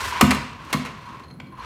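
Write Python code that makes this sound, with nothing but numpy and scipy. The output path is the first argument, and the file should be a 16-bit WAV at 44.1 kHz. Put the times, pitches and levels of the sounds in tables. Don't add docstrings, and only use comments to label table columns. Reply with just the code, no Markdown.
import sys
import numpy as np
from scipy import signal
from scipy.io import wavfile

SR = 44100
rng = np.random.default_rng(int(sys.argv[2]) if len(sys.argv) > 2 else 0)


def transcribe(u):
    v = np.clip(np.atleast_2d(u).T, -1, 1)
    q = np.round(v * 32767).astype(np.int16)
    wavfile.write(sys.argv[1], SR, q)


def to_linear_factor(level_db):
    exponent = np.asarray(level_db, float) / 20
    return 10 ** exponent


N = 72765

# time in seconds, level in dB, nearness as treble in dB, gear whine pitch in Hz.
DRIVE = [(0.001, -31, 0, 1060), (.1, -36, 3, 1000), (.135, -28, -5, 1000), (.2, -28, -5, 1010),
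         (.33, -31, -5, 965), (.47, -43, -4, 960), (.58, -41, -8, 1040), (.7, -40, -5, 1090),
         (.9, -43, -6, 1050), (1.035, -47, -5, 1050), (1.07, -39, -7, 1080), (1.21, -43, -8, 1040),
         (1.34, -62, -6, 1050), (1.515, -60, -6, 1060), (1.527, -41, -16, 1060), (1.565, -49, -10, 1040),
         (1.578, -36, -12, 1020), (1.65, -38, -6, 1010)]
# pitch in Hz, width in Hz, level in dB.
SHELL = [(880, 80, -9), (975, 50, 0), (1085, 60, -1), (1290, 90, -10), (1580, 80, -8), (1810, 90, -13),
         (2200, 150, -11), (2700, 150, -10), (3240, 150, -15), (4250, 250, -18), (5900, 400, -22)]
# pitch in Hz, level in dB per Hz.
TYRE_HISS = [(300, -7.5), (700, -8.5), (1300, 0.2), (2700, -6), (5000, -12), (9000, -19), (15000, -29.5)]
# time in seconds, peak in dB, boom of the boards in dB,
# length of the clatter in seconds, treble tilt in dB per octave.
KNOCKS = [
    (0.2106, -8, -7.5, 0.011, 1.5),
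    (0.3072, -16.5, -27, 0.016, 0.95),
    (0.3464, -33, -6, 0.013, 4),
    (0.649, -50, -3.5, 0.01, 3.5),
    (0.7025, -41, -31, 0.027, -1),
    (0.7284, -19.5, -9, 0.017, 1.94),
    (0.85, -32.5, -37, 0.033, -2),
    (1.1962, -44.5, -10, 0.01, -2),
    (1.3029, -50.5, 3, 0.014, -3),
    (1.5768, -67.5, -25, 0.022, 7),
]
# pitch in Hz, level in dB per Hz.
CRACK = [(300, -3.5), (600, -2.5), (1500, 2.1), (3000, -4.5), (5000, -8.5), (9000, -15.5), (15000, -23)]
# pitch in Hz, level in dB, time to fall 60 dB in seconds.
BOARDS = [(78.7, -1.5, 0.16), (124.9, -4, 0.22), (156, 4, 0.18), (205.8, 5.5, 0.13), (252.2, 10, 0.1),
          (290, -19, 0.45), (335, -10.5, 0.17), (534, -9.5, 0.076)]
# time in seconds, peak in dB.
CLAW_TAP = [(1.4, -26)]
# pitch in Hz, level in dB, time to fall 60 dB in seconds.
TAP_MODES = [(1000, -9, .015), (1550, -12, .012), (2250, -3, .012), (2550, -5, .012), (3050, -7, .01),
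             (4300, -13, .008), (7100, -21, .008)]
# time in seconds, peak in dB, low modes over high modes in dB.
TINKLES = [(0.9994, -85, 0.1), (1.0583, -51.5, -0.5), (1.0744, -75, 0.1), (1.2369, -57.5, 12.5),
           (1.2544, -92, 0.1), (1.283, -55, 4), (1.3114, -55, 5.5), (1.3386, -51, -7.5),
           (1.4683, -62.5, 8.5), (1.5229, -57.5, 0), (1.5525, -61, 5), (1.5975, -51, 5.5)]
# pitch in Hz, level in dB, time to fall 60 dB in seconds.
BELL = [(4200, 8, .07), (4500, -4, .05), (6350, -6, .04), (10200, 0.1, .07), (10900, -5, .06)]
# pitch in Hz, time to fall 60 dB in seconds.
ROOM = [(100, 0.8), (300, 0.53), (1000, .55), (4000, 0.7), (12000, 0.26)]
# pitch in Hz, level in dB.
RUMBLE = [(30, -14), (60, -6), (140, -2), (300, -8.5), (500, -17), (1200, -19), (3000, -52), (9000, -46.5)]

TEETH_PER_S, TOOTH_SPREAD_DB, WOBBLE_DB, GEAR_DB = 1800, 2, 1, -2
HISS_DB, GRIT_FLUTTER_DB = 2, 1.2
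TREBLE_LOSS = 0.63
ROLL_HZ, ROLL_WIDTH_HZ, ROLL_DB = 72.3, 28, -6.5
WHINE_DB, WHINE_WANDER_HZ, WHINE_FLUTTER_DB = -4, 20, 3
CLATTER_PER_S, CRACK_DB, SHELL_RING_DB = 3200, 1.5, -9
KNOCK_RISE_S, KNOCK_DAMPING = .0011, 3
LOWS_LINGER = .3
BOOM_DELAY_S, BOOM_RISE_S = 0.01, 0.013
ROOM_DB, ROOM_GAP_S = -7.5, 0.002
RUMBLE_DB, LUMPY_DB = -45, 1.8
PADDING_S, PADDING_LENGTH_S, PADDING_DB = 1.38, .17, 4
MIC_LOW_HZ, CUTOFF_HZ = 51, 15600


def rms_one(x):
    return x / np.sqrt(np.mean(x ** 2) + 1e-20)


def at_hz(points, hz):
    table = np.array(points)
    return np.interp(np.log(hz), np.log(table[:, 0]), table[:, 1])


def drift(rate):
    r = np.exp(-80 * np.pi * rate / SR)
    noise = rng.standard_normal(N // 40 + 2002)
    slow = signal.lfilter([1], [1, -2 * r, r * r], noise)[2000:]
    return np.interp(np.arange(N) / 40, np.arange(len(slow)), rms_one(slow))


def bands(x):
    edges = 24 * 2 ** np.arange(0, 9.6, .5)
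    for k, (low, high) in enumerate(zip(edges, edges[1:])):
        sos = signal.butter(2, [low, high], "band", fs=SR, output="sos")
        yield np.sqrt(low * high), (-1) ** k * signal.sosfilt(sos, x + 1e-18)


def coloured_bands(x, colour):
    parts = [(hz, to_linear_factor(at_hz(colour, hz)) * band) for hz, band in bands(x) if hz > 250]
    spread = np.std(sum(band for _, band in parts))
    return [(hz, band / spread) for hz, band in parts]


def ring(x, hz, t60):
    r = to_linear_factor(-60 / (t60 * SR))
    w = 2 * np.pi * hz / SR
    return signal.lfilter([0, np.sin(w)], [1, -2 * r * np.cos(w), r * r], x + 1e-18)


def grains(per_s, spread_db):
    sizes = to_linear_factor(spread_db * np.minimum(rng.exponential(1, N), 4)) * rng.choice([-1, 1], N)
    return rms_one(sizes * (rng.random(N) < per_s / SR))


def shell(x, treble, damping):
    out = 0
    for k, (hz, width, db) in enumerate(SHELL):
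        gain = (-1) ** k * to_linear_factor(db) * (treble if hz > 1400 else 1)
        out = out + gain * ring(x, hz, 2 / width / damping) * np.sqrt(width / SR)
    return out


def gears():
    s, db, near_db, mesh_hz = np.transpose(DRIVE)
    t = np.arange(N) / SR
    level, near_db = to_linear_factor(np.interp(t, s, db)), np.interp(t, s, near_db)

    teeth = grains(TEETH_PER_S, TOOTH_SPREAD_DB) * to_linear_factor(WOBBLE_DB * drift(25))
    body = shell(level * teeth, to_linear_factor(near_db), 1) / np.std(shell(teeth, 1, 1))

    dust = grains(6000, 2) * to_linear_factor(GRIT_FLUTTER_DB * drift(30))
    grit = 0
    for hz, band in coloured_bands(dust, TYRE_HISS):
        grit = grit + band * to_linear_factor(near_db * (1 + TREBLE_LOSS * max(np.log2(hz / 2500), 0)))

    roll = rms_one(ring(rng.standard_normal(N), ROLL_HZ, 2 / ROLL_WIDTH_HZ)) * to_linear_factor(ROLL_DB + near_db)

    pitch = np.interp(t, s, mesh_hz) + WHINE_WANDER_HZ * drift(40)
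    whine_level = to_linear_factor(WHINE_DB + WHINE_FLUTTER_DB * drift(35))
    whine = np.sin(2 * np.pi * np.cumsum(pitch) / SR) * whine_level
    return to_linear_factor(GEAR_DB) * body + level * (to_linear_factor(HISS_DB) * grit + roll + whine)


def knocks():
    t = np.arange(N) / SR
    s, db, boom_db, length, tilt_db = np.transpose(KNOCKS)[:, :, None]
    since = np.maximum(t - s + .001, 0)

    def bursts(hz):
        fade = np.exp(-(since / (length * (2500 / hz) ** LOWS_LINGER)) ** 2)
        rise = 1 - np.exp(-since / KNOCK_RISE_S)
        peak = to_linear_factor(db + tilt_db * max(np.log2(hz / 2500), 0))
        return (peak * rise * fade).sum(axis=0)

    clatter = grains(CLATTER_PER_S, 1.77)
    crack = sum(band * bursts(hz) for hz, band in coloured_bands(clatter, CRACK))
    body = shell(bursts(1200) * clatter, 1, KNOCK_DAMPING) / np.std(shell(clatter, 1, KNOCK_DAMPING))

    shove = np.sin(np.pi * np.clip((t - s - BOOM_DELAY_S) / BOOM_RISE_S, 0, 1)) ** 2 * to_linear_factor(db + boom_db)
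    luck = to_linear_factor(2 * rng.normal(0, 1, (len(s), len(BOARDS))))
    pushes = luck.T @ shove
    boom = 0
    for k, ((hz, mode_db, t60), push) in enumerate(zip(BOARDS, pushes)):
        drive = push * np.sin(2 * np.pi * hz * t + k * k)
        boom = boom + to_linear_factor(mode_db) * ring(drive, hz, t60)
    return to_linear_factor(CRACK_DB) * crack + to_linear_factor(SHELL_RING_DB) * body + boom * 4 / (BOOM_RISE_S * SR)


def tap():
    (s, db), = CLAW_TAP
    times = s + np.array([.0008, .0024, .0047])
    clicks = np.zeros(N)
    clicks[(times * SR).astype(int)] = to_linear_factor(db + np.array([-5, -3, -2.5])) * [1, -1, 1]
    soft = signal.lfilter([.5], [1, -.5], clicks)
    return sum(to_linear_factor(level_db) * ring(soft, hz, t60) for hz, level_db, t60 in TAP_MODES)


def bell():
    s, db, low_db = np.transpose(TINKLES)
    luck_db = rng.normal(0, 2.5, (len(s), len(BELL)))
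    out = 0
    for (hz, level_db, t60), row_db in zip(BELL, luck_db.T):
        clicks = np.zeros(N)
        clicks[(s * SR).astype(int)] = to_linear_factor(db + level_db + row_db + low_db * (hz < 8000) - 8.0)
        out = out + ring(clicks, hz, t60)
    return out


def room(x):
    t = np.arange(N) / SR
    tail = sum(band * to_linear_factor(-60 * t / at_hz(ROOM, hz)) for hz, band in bands(rng.standard_normal(N)))
    tail = tail * np.clip(t / ROOM_GAP_S - 1, 0, 1)
    return to_linear_factor(ROOM_DB) * signal.fftconvolve(x, tail / np.sqrt(np.sum(tail ** 2)))[:N]


def rumble():
    t = np.arange(N) / SR
    swell_db = PADDING_DB * np.exp(-((t - PADDING_S) / PADDING_LENGTH_S) ** 2)
    out = 0
    for hz, band in bands(rng.standard_normal(N)):
        moving_db = (swell_db + LUMPY_DB * drift(6)) * (hz < 400)
        out = out + to_linear_factor(at_hz(RUMBLE, hz) + moving_db) * band
    return to_linear_factor(RUMBLE_DB) * rms_one(out)


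def scene():
    struck = knocks() + bell() + tap()
    return (struck + room(struck) + gears() + rumble())[None]


def top_cut(x):
    return signal.sosfilt(signal.butter(12, 16500, fs=SR, output="sos"), x)


def record(dry):
    x = signal.sosfilt(signal.butter(4, MIC_LOW_HZ, "high", fs=SR, output="sos"), dry)
    x = 1.2 * np.tanh(x / 1.2)
    x = signal.sosfilt(signal.butter(10, CUTOFF_HZ, fs=SR, output="sos"), x)
    return top_cut(x)


dry = scene()
out = record(dry)
transcribe(out)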